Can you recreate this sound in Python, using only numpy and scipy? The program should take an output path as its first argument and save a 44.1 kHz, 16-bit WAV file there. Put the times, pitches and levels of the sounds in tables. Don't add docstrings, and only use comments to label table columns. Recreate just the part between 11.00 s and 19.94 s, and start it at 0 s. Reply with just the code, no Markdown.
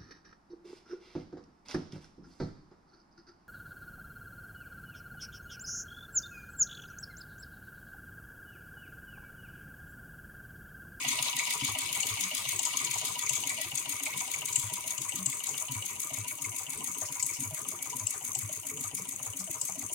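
import sys
import numpy as np
from scipy import signal
from scipy.io import wavfile
from scipy.ndimage import uniform_filter1d

SR = 44100
rng = np.random.default_rng(int(sys.argv[2]) if len(sys.argv) > 2 else 0)


def generate_wav(sig):
    pcm = np.round(np.clip(np.atleast_2d(sig).T, -1, 1) * 32767).astype(np.int16)
    wavfile.write(sys.argv[1], SR, pcm)


N = 394254
TIME = np.arange(N) / SR
TURN_S = .14044


def amp(db):
    return 10 ** (np.asarray(db) / 20)


def rms_one(x):
    return x / np.sqrt(np.mean(x ** 2) + 1e-20)


def at_hz(points, hz):
    freqs, values = np.transpose(points)
    return np.interp(np.log(hz), np.log(np.maximum(freqs, 1)), values)


def flicker(spread_db, per_s):
    r = np.exp(-80 * np.pi * per_s / SR)
    slow = signal.lfilter([1], [1, -2 * r, r * r], rng.standard_normal(N // 40 + 2002))[2000:]
    gain = amp(spread_db * rms_one(slow - slow.mean()))
    return np.interp(np.arange(N) / 40, np.arange(len(slow)), gain)


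def resonate(x, hz, width_hz):
    r = np.exp(-np.pi * width_hz / SR)
    gain = (1 - r * r) / 2
    return signal.lfilter([gain, 0, -gain], [1, -2 * r * np.cos(2 * np.pi * hz / SR), r * r], x)


def dying(strikes, decay_ms):
    return signal.lfilter([1], [1, -np.exp(-1 / (decay_ms * SR / 1000))], strikes + 1e-18)


def lean(db):
    return amp([[db / 2], [-db / 2]])


# f/Hz, left-right correlation
PORT_LIKENESS = [(40, 0.72), (100, 0.91), (400, 0.91), (800, 0.69), (1500, 0.18), (3000, 0.25),
                 (6000, 0.044), (10000, 0.4), (14000, 0.33)]
def partly_alike(mid, side, hz):
    alike = np.clip(at_hz(PORT_LIKENESS, hz), -.98, .98)
    return np.sqrt(1 + alike) * mid + np.sqrt(1 - alike) * side * np.array([[1], [-1]])


# f/Hz, level/dB
LEFT_LOUDER = [(60, 3), (160, 1.5), (270, 0.5), (450, 2.0), (740, 5), (1220, 3), (2010, -1), (3330, 3.5),
               (5500, 8), (9080, 4), (15000, 2.5)]
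# f/Hz, phase/rad
LEFT_AHEAD = [(0, 1), (780, -0.36), (1290, -0.6), (1550, -2), (2240, -1), (2930, 1.94), (3530, -2),
              (5080, 6.5), (6980, 3.5), (9990, 4.5), (10300, 1), (12800, 9), (15700, 5), (16500, 6.6)]
def at_ports(mid, side, hz):
    left, right = partly_alike(mid, side, hz)
    lead = (at_hz(LEFT_AHEAD, hz) + np.pi) % (2 * np.pi) - np.pi
    right = np.roll(right, round(lead / (2 * np.pi * hz) * SR))
    return np.array([left, right]) * lean(at_hz(LEFT_LOUDER, hz)) / np.sqrt(2)


# t/s, share of the full damping (0-1)
THREAD_FILL = [(0, 0), (1.2, .08), (4.0, .55), (7.0, .9), (8.94, 1)]
def filling(bare_db, full_db, s=TIME):
    return bare_db + (full_db - bare_db) * np.interp(s, *np.transpose(THREAD_FILL))


def each_turn(ms, scatter_db):
    s = np.arange(int(N / SR / TURN_S)) * TURN_S + ms / 1000
    chance = rng.standard_normal((len(s), 2))
    return s + .00066 * chance[:, 0], scatter_db * np.clip(chance[:, 1], -2, 2)


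def turn_blows(contacts):
    events = []
    for ms, bare_db, full_db, scatter_db, hz in contacts:
        times, chance_db = each_turn(ms, scatter_db)
        events += [(s, db, hz) for s, db in zip(times, filling(bare_db, full_db, times) + chance_db)]
    return events


def turning(contacts, rise_ms, rattles_per_s, rattle_db, push_db):
    turns = np.arange(-1, int(N / SR / TURN_S) + 1)
    scraping, pushes = np.zeros(N), np.zeros(N)
    for ms, db, scatter_db, decay_ms in contacts:
        chance = rng.standard_normal((len(turns), 2))
        at = np.round((turns * TURN_S + (ms + .45 * chance[:, 0]) / 1000) * SR).astype(int)
        inside = (at >= 0) & (at < N)
        strikes = np.zeros(N)
        strikes[at[inside]] = amp(db + scatter_db * np.clip(chance[inside, 1], -2, 2))
        scraping += dying(strikes, decay_ms)
        pushes += strikes
    stray = (rng.random(N) < rattles_per_s / SR) * amp(rattle_db + np.minimum(rng.exponential(1, N), 3))
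    scraping += dying(stray, decay_ms=3.9)
    scraping = uniform_filter1d(scraping, size=int(rise_ms * SR / 1000))
    into_turn_ms = TIME % TURN_S * 1000
    slack_db = -3 * np.exp(-.5 * ((into_turn_ms - 64) / 3.7) ** 2)
    rubbing = amp(slack_db + filling(0, -7)) * flicker(2.4, 8)
    rough = (rubbing + scraping) * rng.standard_normal((2, N))
    return rough + amp(push_db) * pushes * [[1], [.5]]


def body(force, modes, patchy_db, heavy=True):
    out = 0
    for k, (hz, width, db) in enumerate(modes):
        ring = resonate(force, hz, width)
        if heavy:
            ring = resonate(ring, hz, 1.94 * width)
        gain = (-1) ** k * amp(db) / np.sqrt(width)
        out += gain * flicker(patchy_db, 9.7) * at_ports(*ring, hz)
    return rms_one(out)


def blows(events, modes, decay_ms, db_per_octave, gain_db, left_db, rise_ms=1.55):
    times, levels_db, brightest_hz = np.transpose(events)
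    at = np.minimum(np.round(times * SR).astype(int), N - 1)
    rough = rng.standard_normal((2, N))
    out = 0
    for k, (hz, width, db) in enumerate(modes):
        off_pitch_db = -db_per_octave * np.abs(np.log2(brightest_hz / hz))
        strikes = np.zeros((2, N))
        strikes[:, at] = amp(levels_db + off_pitch_db + db + gain_db) * lean(left_db)
        envelope = dying(strikes, decay_ms) + .096 * dying(strikes, 61)
        envelope = dying(envelope, rise_ms) / (rise_ms * SR / 1000)
        push = amp(13) * strikes
        force = envelope * partly_alike(*rough, hz) + push
        out += (-1) ** k * np.sqrt(SR / width) * resonate(force, hz, width)
    return out


# f/Hz, relative level/dB
WHIRR_SPECTRUM = [(18, -53), (30, 3), (127, -32), (199, -20), (280, -35), (512, -7), (632, 8), (889, -32),
                  (988, -20), (1760, 9), (2290, 2), (4650, -47), (5740, -11), (6550, 1.5), (16000, -22)]
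def bearing_whirr():
    edges = 30 * 2 ** np.arange(0, 9.2, .5)
    white = rng.standard_normal((2, 2, N))
    out = 0
    for k, (low, high) in enumerate(zip(edges, edges[1:])):
        hz = np.sqrt(low * high)
        band = signal.sosfilt(signal.butter(2, [low, high], "band", fs=SR, output="sos"), white[k % 2])
        out += amp(at_hz(WHIRR_SPECTRUM, hz)) * flicker(4.5, 12) * at_ports(*band, hz)
    return amp(-56) * rms_one(out)


def tone(hz, db, waver_db, waver_per_s, wander_db, lead_rad):
    phase = 2 * np.pi * hz * TIME + flicker(wander_db, 9.3)
    return np.sqrt(2) * amp(db) * flicker(waver_db, waver_per_s) * np.sin(phase + [[lead_rad], [0]])


# t/s, level/dB
DRIVE_LEVEL = [(0, -52), (.6, -49.5), (1.5, -56), (2.2, -51), (2.8, -59), (3.5, -54.5), (5, -58),
               (6.8, -59), (7.3, -65), (8.94, -65)]
def drive_whine():
    throb_db = 6 * np.cos(4 * np.pi * (TIME - .064) / TURN_S)
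    drive_db = np.interp(TIME, *np.transpose(DRIVE_LEVEL)) + throb_db
    drive = tone(974.5, drive_db, waver_db=4.5, waver_per_s=24, wander_db=9, lead_rad=1.3)
    chopper = tone(10000, -63.5, waver_db=1.5, waver_per_s=4.3, wander_db=5, lead_rad=.3)
    return drive + chopper


# f/Hz, width/Hz, level/dB
FRAME_MODES = [(90, 43, -1), (146, 27, 1), (191.5, 11.6, -0.5), (241.4, 14.4, -5.5), (284, 61, -0.5),
               (345, 27, -2), (428, 45, 1.5)]
# t/ms, level/dB over the rubbing, scatter/dB, decay/ms
FRAME_CONTACTS = [(4.8, 3.5, -8, 44), (67, 10.5, -6.5, 3.3), (130.8, 17.5, -3, 2.5)]
def frame_rumble():
    force = turning(FRAME_CONTACTS, rise_ms=13.3, rattles_per_s=.3, rattle_db=3, push_db=19.5)
    return amp(filling(-59, -57.5)) * body(force, FRAME_MODES, patchy_db=4)


def boom(hz, length_s, attack_s=.012, lead_rad=.37):
    t = np.arange(int(length_s * SR)) / SR
    swell = np.sin(np.pi / 2 * np.minimum(t / attack_s, 1)) ** 2
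    fade = np.cos(np.pi / 2 * (t / t[-1]) ** 1.8)
    phase, detune = rng.random(2)
    cycles = hz * (1 + .04 * (detune - .5)) * t + phase
    return swell * fade * np.sin(2 * np.pi * cycles + [[lead_rad], [0]]) * lean(1.5)


# t/s, level/dB of the first boom, the overtones, the deeper boom
FRAME_SHUDDERS = [(0.061, -49, -45.5, -55), (0.204, -46, -50, -54), (0.625, -44, -44.5, -41.5),
                  (1.046, -52, -56, -44), (1.467, -46, -59, -48), (1.751, -69, -49, -69),
                  (1.889, -45.5, -60, -58), (2.311, -44, -77, -56), (2.734, -48.5, -62, -56),
                  (3.149, -49, -72, -61), (3.578, -40.5, -62, -40.5), (3.989, -44.5, -59, -57),
                  (4.272, -43, -74, -61), (4.699, -42, -49.5, -39), (5.119, -47.5, -49, -37.5),
                  (5.402, -45, -58, -45.5), (5.825, -52, -53, -67), (6.39, -43.5, -42.5, -39),
                  (6.948, -46, -48, -40.5), (7.228, -66, -52, -67), (7.368, -44, -60, -38.5),
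                  (7.651, -60, -51, -59), (7.786, -52, -55, -43), (8.207, -52, -57, -48.5),
                  (8.77, -70, -46, -54)]
# t/s, level/dB
FRAME_HIGH_BOOMS = [(1.234, -49), (4.202, -40.5), (5.902, -58), (7.984, -48.5), (8.405, -46), (8.704, -54)]
# t/ms, level/dB, scatter/dB, f/Hz, length/s
FRAME_TURN_BOOMS = [(63.95, -63.5, 4.5, 242, 0.074), (63.92, -59.5, 4.5, 278, 0.088),
                    (64.4, -56.5, 6, 139, 0.038), (126.1, -58, 5, 101.4, 0.062)]
def frame_booms():
    events = [(s - .012, db, 187, .095) for s, db in FRAME_HIGH_BOOMS]   # t/s, level/dB, f/Hz, length/s
    for s, first_db, overtone_db, deep_db in FRAME_SHUDDERS:
        events += [(s, first_db, 132, .051), (s + .0636, deep_db, 103.5, .074)]
        events += [(s, overtone_db - 5, hz, .11) for hz in (242, 278)]
    for ms, db, scatter_db, hz, length_s in FRAME_TURN_BOOMS:
        events += [(s, db + chance_db, hz, length_s) for s, chance_db in zip(*each_turn(ms, scatter_db))]
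    out = np.zeros((2, N))
    for s, db, hz, length_s in events:
        start = max(int((s - .008) * SR), 0)
        burst = amp(db) * boom(hz, length_s)
        out[:, start:start + burst.shape[1]] += burst[:, :N - start]
    return out * flicker(3, 30)


# f/Hz, width/Hz, level/dB
HOUSING_MODES = [(530, 250, -6), (630.3, 33, -4), (769, 106, -1)]
# t/ms, level/dB over the rubbing, scatter/dB, decay/ms
HOUSING_CONTACTS = [(45.8, 11.4, 0.68, 3.7), (54.1, 12, 2.4, 2.5), (62.9, 4.7, 2.6, 15),
                    (118, 9.1, 3.7, 7.8), (133, 8.1, 2.8, 11)]
# t/s, relative level/dB, brightest f/Hz
HOUSING_BLOWS = [(0.042, -45.5, 786), (0.264, -49, 789), (0.61, -57, 627), (0.685, -45, 797),
                 (0.75, -46, 630), (0.969, -47, 800), (1.036, -56, 630), (1.311, -40, 630),
                 (1.53, -49, 814), (1.95, -46, 794), (2.439, -57, 641), (2.58, -45.5, 630),
                 (3.072, -58, 807), (3.213, -45, 754), (3.7, -49, 610), (3.84, -46, 620), (4.686, -57, 630),
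                 (4.759, -61, 751), (5.1, -45, 630), (5.243, -61, 640), (5.382, -64, 633),
                 (5.605, -49, 805), (6.014, -38, 604), (6.506, -48, 630), (7.489, -45.5, 633),
                 (7.631, -52, 630), (8.474, -45, 640), (8.69, -44.5, 790), (8.754, -45, 624),
                 (8.896, -47, 600)]
def housing():
    force = turning(HOUSING_CONTACTS, rise_ms=5, rattles_per_s=10, rattle_db=8, push_db=25)
    running = amp(filling(-56.5, -61.5)) * body(force, HOUSING_MODES, patchy_db=4.5)
    knocks = blows(HOUSING_BLOWS, HOUSING_MODES, decay_ms=19.3, db_per_octave=45,
                   gain_db=-5.5, left_db=-1)
    return running + knocks


# f/Hz, width/Hz, level/dB
COVER_MODES = [(987.5, 49, -6.5), (1101, 78, -5.5), (1217, 68, -3.5), (1420, 140, -10.5), (1663, 210, -4.5)]
# t/ms, level/dB over the rubbing, scatter/dB, decay/ms
COVER_CONTACTS = [(4.07, 6.7, 2.3, 11), (51, 4, 9.6, 2.9), (66, 2.7, 2.5, 3.7), (87.1, 2.8, 1.1, 10),
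                  (117.3, 13.2, 1.2, 3.7), (122.84, 11, 1.7, 7), (137, 4.3, 2.6, 18)]
# t/s, relative level/dB, brightest f/Hz
COVER_BLOWS = [(0.119, -32, 977), (0.404, -36, 802), (0.542, -27, 980), (0.685, -27, 972),
               (0.965, -36, 1210), (1.105, -34, 977), (1.387, -39, 1150), (1.524, -36, 802),
               (1.596, -40, 974), (1.669, -32, 1220), (1.735, -29, 974), (1.808, -37, 964),
               (2.229, -29, 972), (2.51, -54, 977), (3.212, -41, 972), (3.773, -34, 972), (4.054, -42, 977),
               (4.192, -37, 974), (4.616, -31.5, 1000), (4.755, -35, 974), (5.458, -52, 974),
               (5.883, -36, 1250), (6.02, -37, 972), (6.16, -32, 972), (6.583, -34, 969), (6.864, -34, 974),
               (4.542, -34, 1460), (6.019, -33, 1680), (6.446, -38, 1260), (6.572, -30, 1650),
               (7.143, -29.5, 1620), (7.285, -36.5, 1280), (7.845, -34, 1320), (8.269, -39, 1230),
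               (8.549, -31.5, 969), (8.69, -35, 969), (8.829, -43, 1210)]
def cover():
    force = turning(COVER_CONTACTS, rise_ms=4, rattles_per_s=10, rattle_db=5.5, push_db=22)
    running = amp(filling(-49.5, -56.5)) * body(force, COVER_MODES, patchy_db=3)
    knocks = blows(COVER_BLOWS, COVER_MODES, decay_ms=17.4, db_per_octave=24, gain_db=-13.5, left_db=1.5)
    return running + knocks


# f/Hz, width/Hz, level/dB
THREAD_MODES = [(5440, 1030, -3), (7500, 1250, 1), (11800, 5000, -1.5)]
# t/ms, bare level/dB, full level/dB, scatter/dB, brightest f/Hz
THREAD_SCRAPE = [(98, -60, -49.5, 4, 8500)]
# t/s, relative level/dB, brightest f/Hz
THREAD_SWISHES = [(6.0541, -36, 5100), (6.1948, -34, 5140), (6.3346, -34, 5140), (6.8982, -42, 5170),
                  (7.067, -37, 4910), (7.3482, -41, 5660), (7.97, -41, 5460), (8.3933, -38.5, 5100),
                  (8.612, -37, 5040), (8.6842, -47, 5080)]
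def thread_swish():
    events = list(THREAD_SWISHES) + turn_blows(THREAD_SCRAPE)
    return blows(events, THREAD_MODES, decay_ms=23.5, db_per_octave=5, gain_db=-9.5, left_db=2)


# f/Hz, width/Hz, level/dB
GUIDE_MODES = [(6230, 3300, -8), (9900, 2200, 6), (11490, 900, 1), (13000, 2400, -2), (15100, 2000, -1)]
# t/ms, level/dB over the rubbing, scatter/dB, decay/ms
GUIDE_CONTACTS = [(16.4, 3, 1.6, 7.4), (40.6, 2, 1.6, 1.2), (48, 2, 2.3, 1.2), (77.4, 6.3, 1.5, 8.5),
                  (86, 20.1, 1.4, 3.6), (101, 3, 1.3, 11), (113, 2.6, 1.9, 39)]
def thread_guide():
    force = turning(GUIDE_CONTACTS, rise_ms=1.6, rattles_per_s=25, rattle_db=1.9, push_db=18)
    return amp(filling(-41.5, -43.5)) * body(force, GUIDE_MODES, patchy_db=1.3, heavy=False)


# f/Hz, width/Hz, level/dB
LEVER_MODES = [(2870, 230, 7), (3085, 50, -7)]
# t/ms, level/dB over the rubbing, scatter/dB, decay/ms
LEVER_CONTACTS = [(40.3, 4, 2, 2), (48.6, 15.5, 1.8, 3.5), (56, 6, 1.5, 5), (68, 1.2, 2.3, 3.7),
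                  (84.8, 3.4, 2.5, 2.5)]
# t/s, relative level/dB, brightest f/Hz
LEVER_BLOWS = [(0.0498, -22, 2870), (0.188, -24, 2850), (0.3293, -31, 2870), (0.4703, -35, 3060),
               (0.6105, -29, 2830), (0.892, -44, 2850), (1.0321, -25, 3110), (1.1717, -34, 3060),
               (1.3124, -35, 2890), (1.454, -45, 3060), (1.734, -36, 3040), (2.015, -46, 2850),
               (2.2952, -33, 3060), (2.4364, -28, 3040), (2.5765, -34, 2880), (2.7172, -40, 3060),
               (2.8574, -45, 2880), (3.5596, -35, 2840), (4.1233, -31, 2820), (4.542, -30, 2880),
               (4.6833, -30, 2940), (4.8237, -31, 2880), (5.1043, -51, 2890), (5.245, -35, 2880),
               (5.3842, -52, 2860), (5.666, -42, 2870), (7.0713, -36, 2850), (7.492, -44, 2870),
               (7.7727, -34, 2830), (8.4746, -46, 2860)]
def lever():
    force = turning(LEVER_CONTACTS, rise_ms=1.2, rattles_per_s=6, rattle_db=2, push_db=22)
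    running = amp(filling(-43.5, -57.5)) * body(force, LEVER_MODES, patchy_db=1.2)
    knocks = blows(LEVER_BLOWS, LEVER_MODES, decay_ms=1.04, db_per_octave=23, gain_db=-13, left_db=-3)
    return running + knocks


# f/Hz, width/Hz, level/dB
SPINDLE_MODES = [(1942, 52, -9), (2180, 113, -6), (2284, 43, -3.5), (2350, 320, -7), (2632, 72, -10)]
# t/ms, level/dB over the rubbing, scatter/dB, decay/ms
SPINDLE_CONTACTS = [(2.91, 4, 1.7, 1.4), (16.37, 2.2, 1.2, 2), (51, 1.8, 0.92, 0.62), (65.4, 2.1, 2.2, 3.7),
                    (86.5, 3.3, 1.7, 5.7), (109.6, 7.8, 4.3, 2.1), (118.7, 2.7, 0.85, 4.9)]
# t/s, relative level/dB, brightest f/Hz
SPINDLE_BLOWS = [(0.1151, -26, 2210), (0.3321, -40, 2190), (0.3907, -20.5, 2240), (0.4718, -30, 2190),
                 (0.5062, -26, 2280), (0.8106, -40, 2290), (0.9507, -35, 2310), (1.0003, -25.5, 2240),
                 (1.2391, -55, 2170), (1.6307, -41, 2310), (1.795, -33, 2340), (1.8422, -32, 2160),
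                 (1.945, -33, 1960), (2.2657, -26.5, 2250), (2.495, -27, 2180), (2.7766, -37, 2240),
                 (2.9262, -35, 2300), (3.06, -23, 2280), (3.2061, -38, 2200), (3.3375, -26, 2300),
                 (3.5603, -29, 2090), (4.0896, -31, 2180), (4.3226, -33, 2260), (4.7453, -33, 2260),
                 (4.8853, -34, 2320), (5.3057, -37.5, 2300), (5.4445, -28, 2150), (6.1974, -32, 2180),
                 (6.337, -42, 2200), (6.9002, -37, 2180), (7.4116, -39, 2250), (7.691, -33.5, 2240),
                 (7.972, -36.5, 2340)]
def spindle():
    force = turning(SPINDLE_CONTACTS, rise_ms=1.5, rattles_per_s=20, rattle_db=1.8, push_db=15)
    running = amp(filling(-41, -52)) * body(force, SPINDLE_MODES, patchy_db=2.5)
    knocks = blows(SPINDLE_BLOWS, SPINDLE_MODES, decay_ms=3.9, db_per_octave=34, gain_db=-5, left_db=-3)
    return running + knocks


# f/Hz, width/Hz, level/dB
FLANGE_MODES = [(3220, 660, 1), (3410, 102, 0.86), (3683, 400, 0.23), (4300, 310, -0.5), (4947, 620, -1.7)]
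# t/ms, level/dB over the rubbing, scatter/dB, decay/ms
FLANGE_CONTACTS = [(16, 1.6, 1.5, 0.25), (47, 1.2, 1.3, 4.5), (84.1, 6.5, 0.46, 7.7),
                   (104.7, 3.7, 0.55, 4.4), (115, 4.3, 2.4, 5.5)]
def flange_rattle():
    force = turning(FLANGE_CONTACTS, rise_ms=1.5, rattles_per_s=13.2, rattle_db=.63, push_db=14)
    return amp(filling(-39.5, -57.5)) * body(force, FLANGE_MODES, patchy_db=1.5, heavy=False)


# f/Hz, width/Hz, level/dB
BOBBIN_MODES = [(6217, 460, -1), (6457, 427, 0.5), (6628, 260, 2.5), (6765, 790, -0.5), (7543, 200, -5),
                (8020, 510, -0.5), (8745, 320, -1), (9270, 600, -1.5), (10600, 230, -26),
                (11630, 890, -6.5)]
# t/ms, level/dB over the rubbing, scatter/dB, decay/ms
BOBBIN_CONTACTS = [(14.9, 8.8, 2.5, 2.2), (31, 1.4, 1.3, 0.82), (40.4, 4.2, 0.97, 0.7), (47, 3.7, 4.2, 1.5),
                   (76.2, 3.5, 2.2, 1.1), (81.6, 6.2, 1.1, 4.1), (104, 4.5, 1.4, 2.7), (114, 4.3, 0.9, 7),
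                   (130.3, 13.3, 1.7, 0.81)]
def bobbin_rattle():
    force = turning(BOBBIN_CONTACTS, rise_ms=.6, rattles_per_s=32, rattle_db=.58, push_db=4)
    return amp(filling(-40, -39.5)) * body(force, BOBBIN_MODES, patchy_db=2.8)


# t/ms, bare level/dB, full level/dB, scatter/dB, brightest f/Hz
BOBBIN_PLAY = [(84.6, -18.5, -24.5, 1, 6650), (104.5, -28, -33, 2, 7400), (112, -32, -32, 2, 6630)]
# t/s, relative level/dB, brightest f/Hz
BOBBIN_BLOWS = [(0.0867, -14.5, 6370), (0.2249, -20, 6740), (0.6464, -29, 6750), (0.6749, -30, 6600),
                (0.9492, -20, 7800), (1.2082, -21, 6200), (1.6302, -29, 6340), (1.7699, -16, 6320),
                (1.9116, -27, 6730), (1.9395, -32, 6600), (2.0507, -37, 6750), (2.4718, -25, 8800),
                (2.7546, -20, 8800), (2.9218, -24, 6560), (3.055, -19.5, 7660), (3.3368, -20, 6600),
                (3.455, -20, 8800), (3.7359, -27, 8760), (4.0926, -20, 8010), (4.4378, -34, 8790),
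                (4.4895, -17, 6800), (5.032, -25, 6600), (5.443, -22, 7140), (5.775, -24, 8750),
                (6.058, -27, 6740), (6.4328, -24, 6550), (6.7136, -30, 6560), (7.1065, -37, 7400),
                (7.1347, -30, 6600), (7.668, -29, 6740), (7.8371, -21, 6540), (8.539, -44, 6690),
                (8.6802, -30, 6600), (0.388, -14.5, 6850), (1.003, -12.5, 7000), (1.0277, -18, 6940),
                (1.2371, -15, 6350), (1.5908, -7.5, 7100), (1.6511, -10, 6900), (1.8452, -11, 7000),
                (1.9829, -16, 6860), (2.2633, -13, 6340), (2.2927, -6.5, 7160), (2.3531, -16, 7050),
                (2.4942, -12, 7150), (2.7746, -11, 6360), (3.2031, -16.5, 6400), (3.5274, -12, 7000),
                (3.5573, -5, 7400), (3.905, -17.5, 6550), (3.9784, -13.5, 7100), (4.2592, -5.5, 7330),
                (4.4677, -13, 7240), (5.5832, -17, 7160), (5.8711, -19.5, 6470), (6.0112, -19, 6670),
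                (6.1957, -20, 6800), (6.2257, -6.5, 7330), (6.8987, -21.5, 6730), (6.9945, -19.5, 6500),
                (7.0678, -12, 7600), (7.3492, -8, 7340), (8.6128, -10, 7380)]
def bobbin_clacks():
    events = list(BOBBIN_BLOWS) + turn_blows(BOBBIN_PLAY)
    steel = blows(events, BOBBIN_MODES, decay_ms=2.04, db_per_octave=69.7, gain_db=-12, left_db=9)
    flange = blows(events, FLANGE_MODES, decay_ms=1, db_per_octave=34.5, gain_db=-18, left_db=9)
    return steel + flange


def scene():
    background = bearing_whirr() + drive_whine() + frame_rumble() + frame_booms()
    mechanism = housing() + cover() + thread_swish() + thread_guide() + lever() + spindle()
    bobbin = flange_rattle() + bobbin_rattle() + bobbin_clacks()
    return background + mechanism + bobbin


def record(dry):
    dipped = dry - .7 * resonate(dry, hz=1648, width_hz=550)
    return signal.sosfilt(signal.ellip(12, .3, 85, 16150, fs=SR, output="sos"), dipped)


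dry = scene()
out = record(dry)
generate_wav(out)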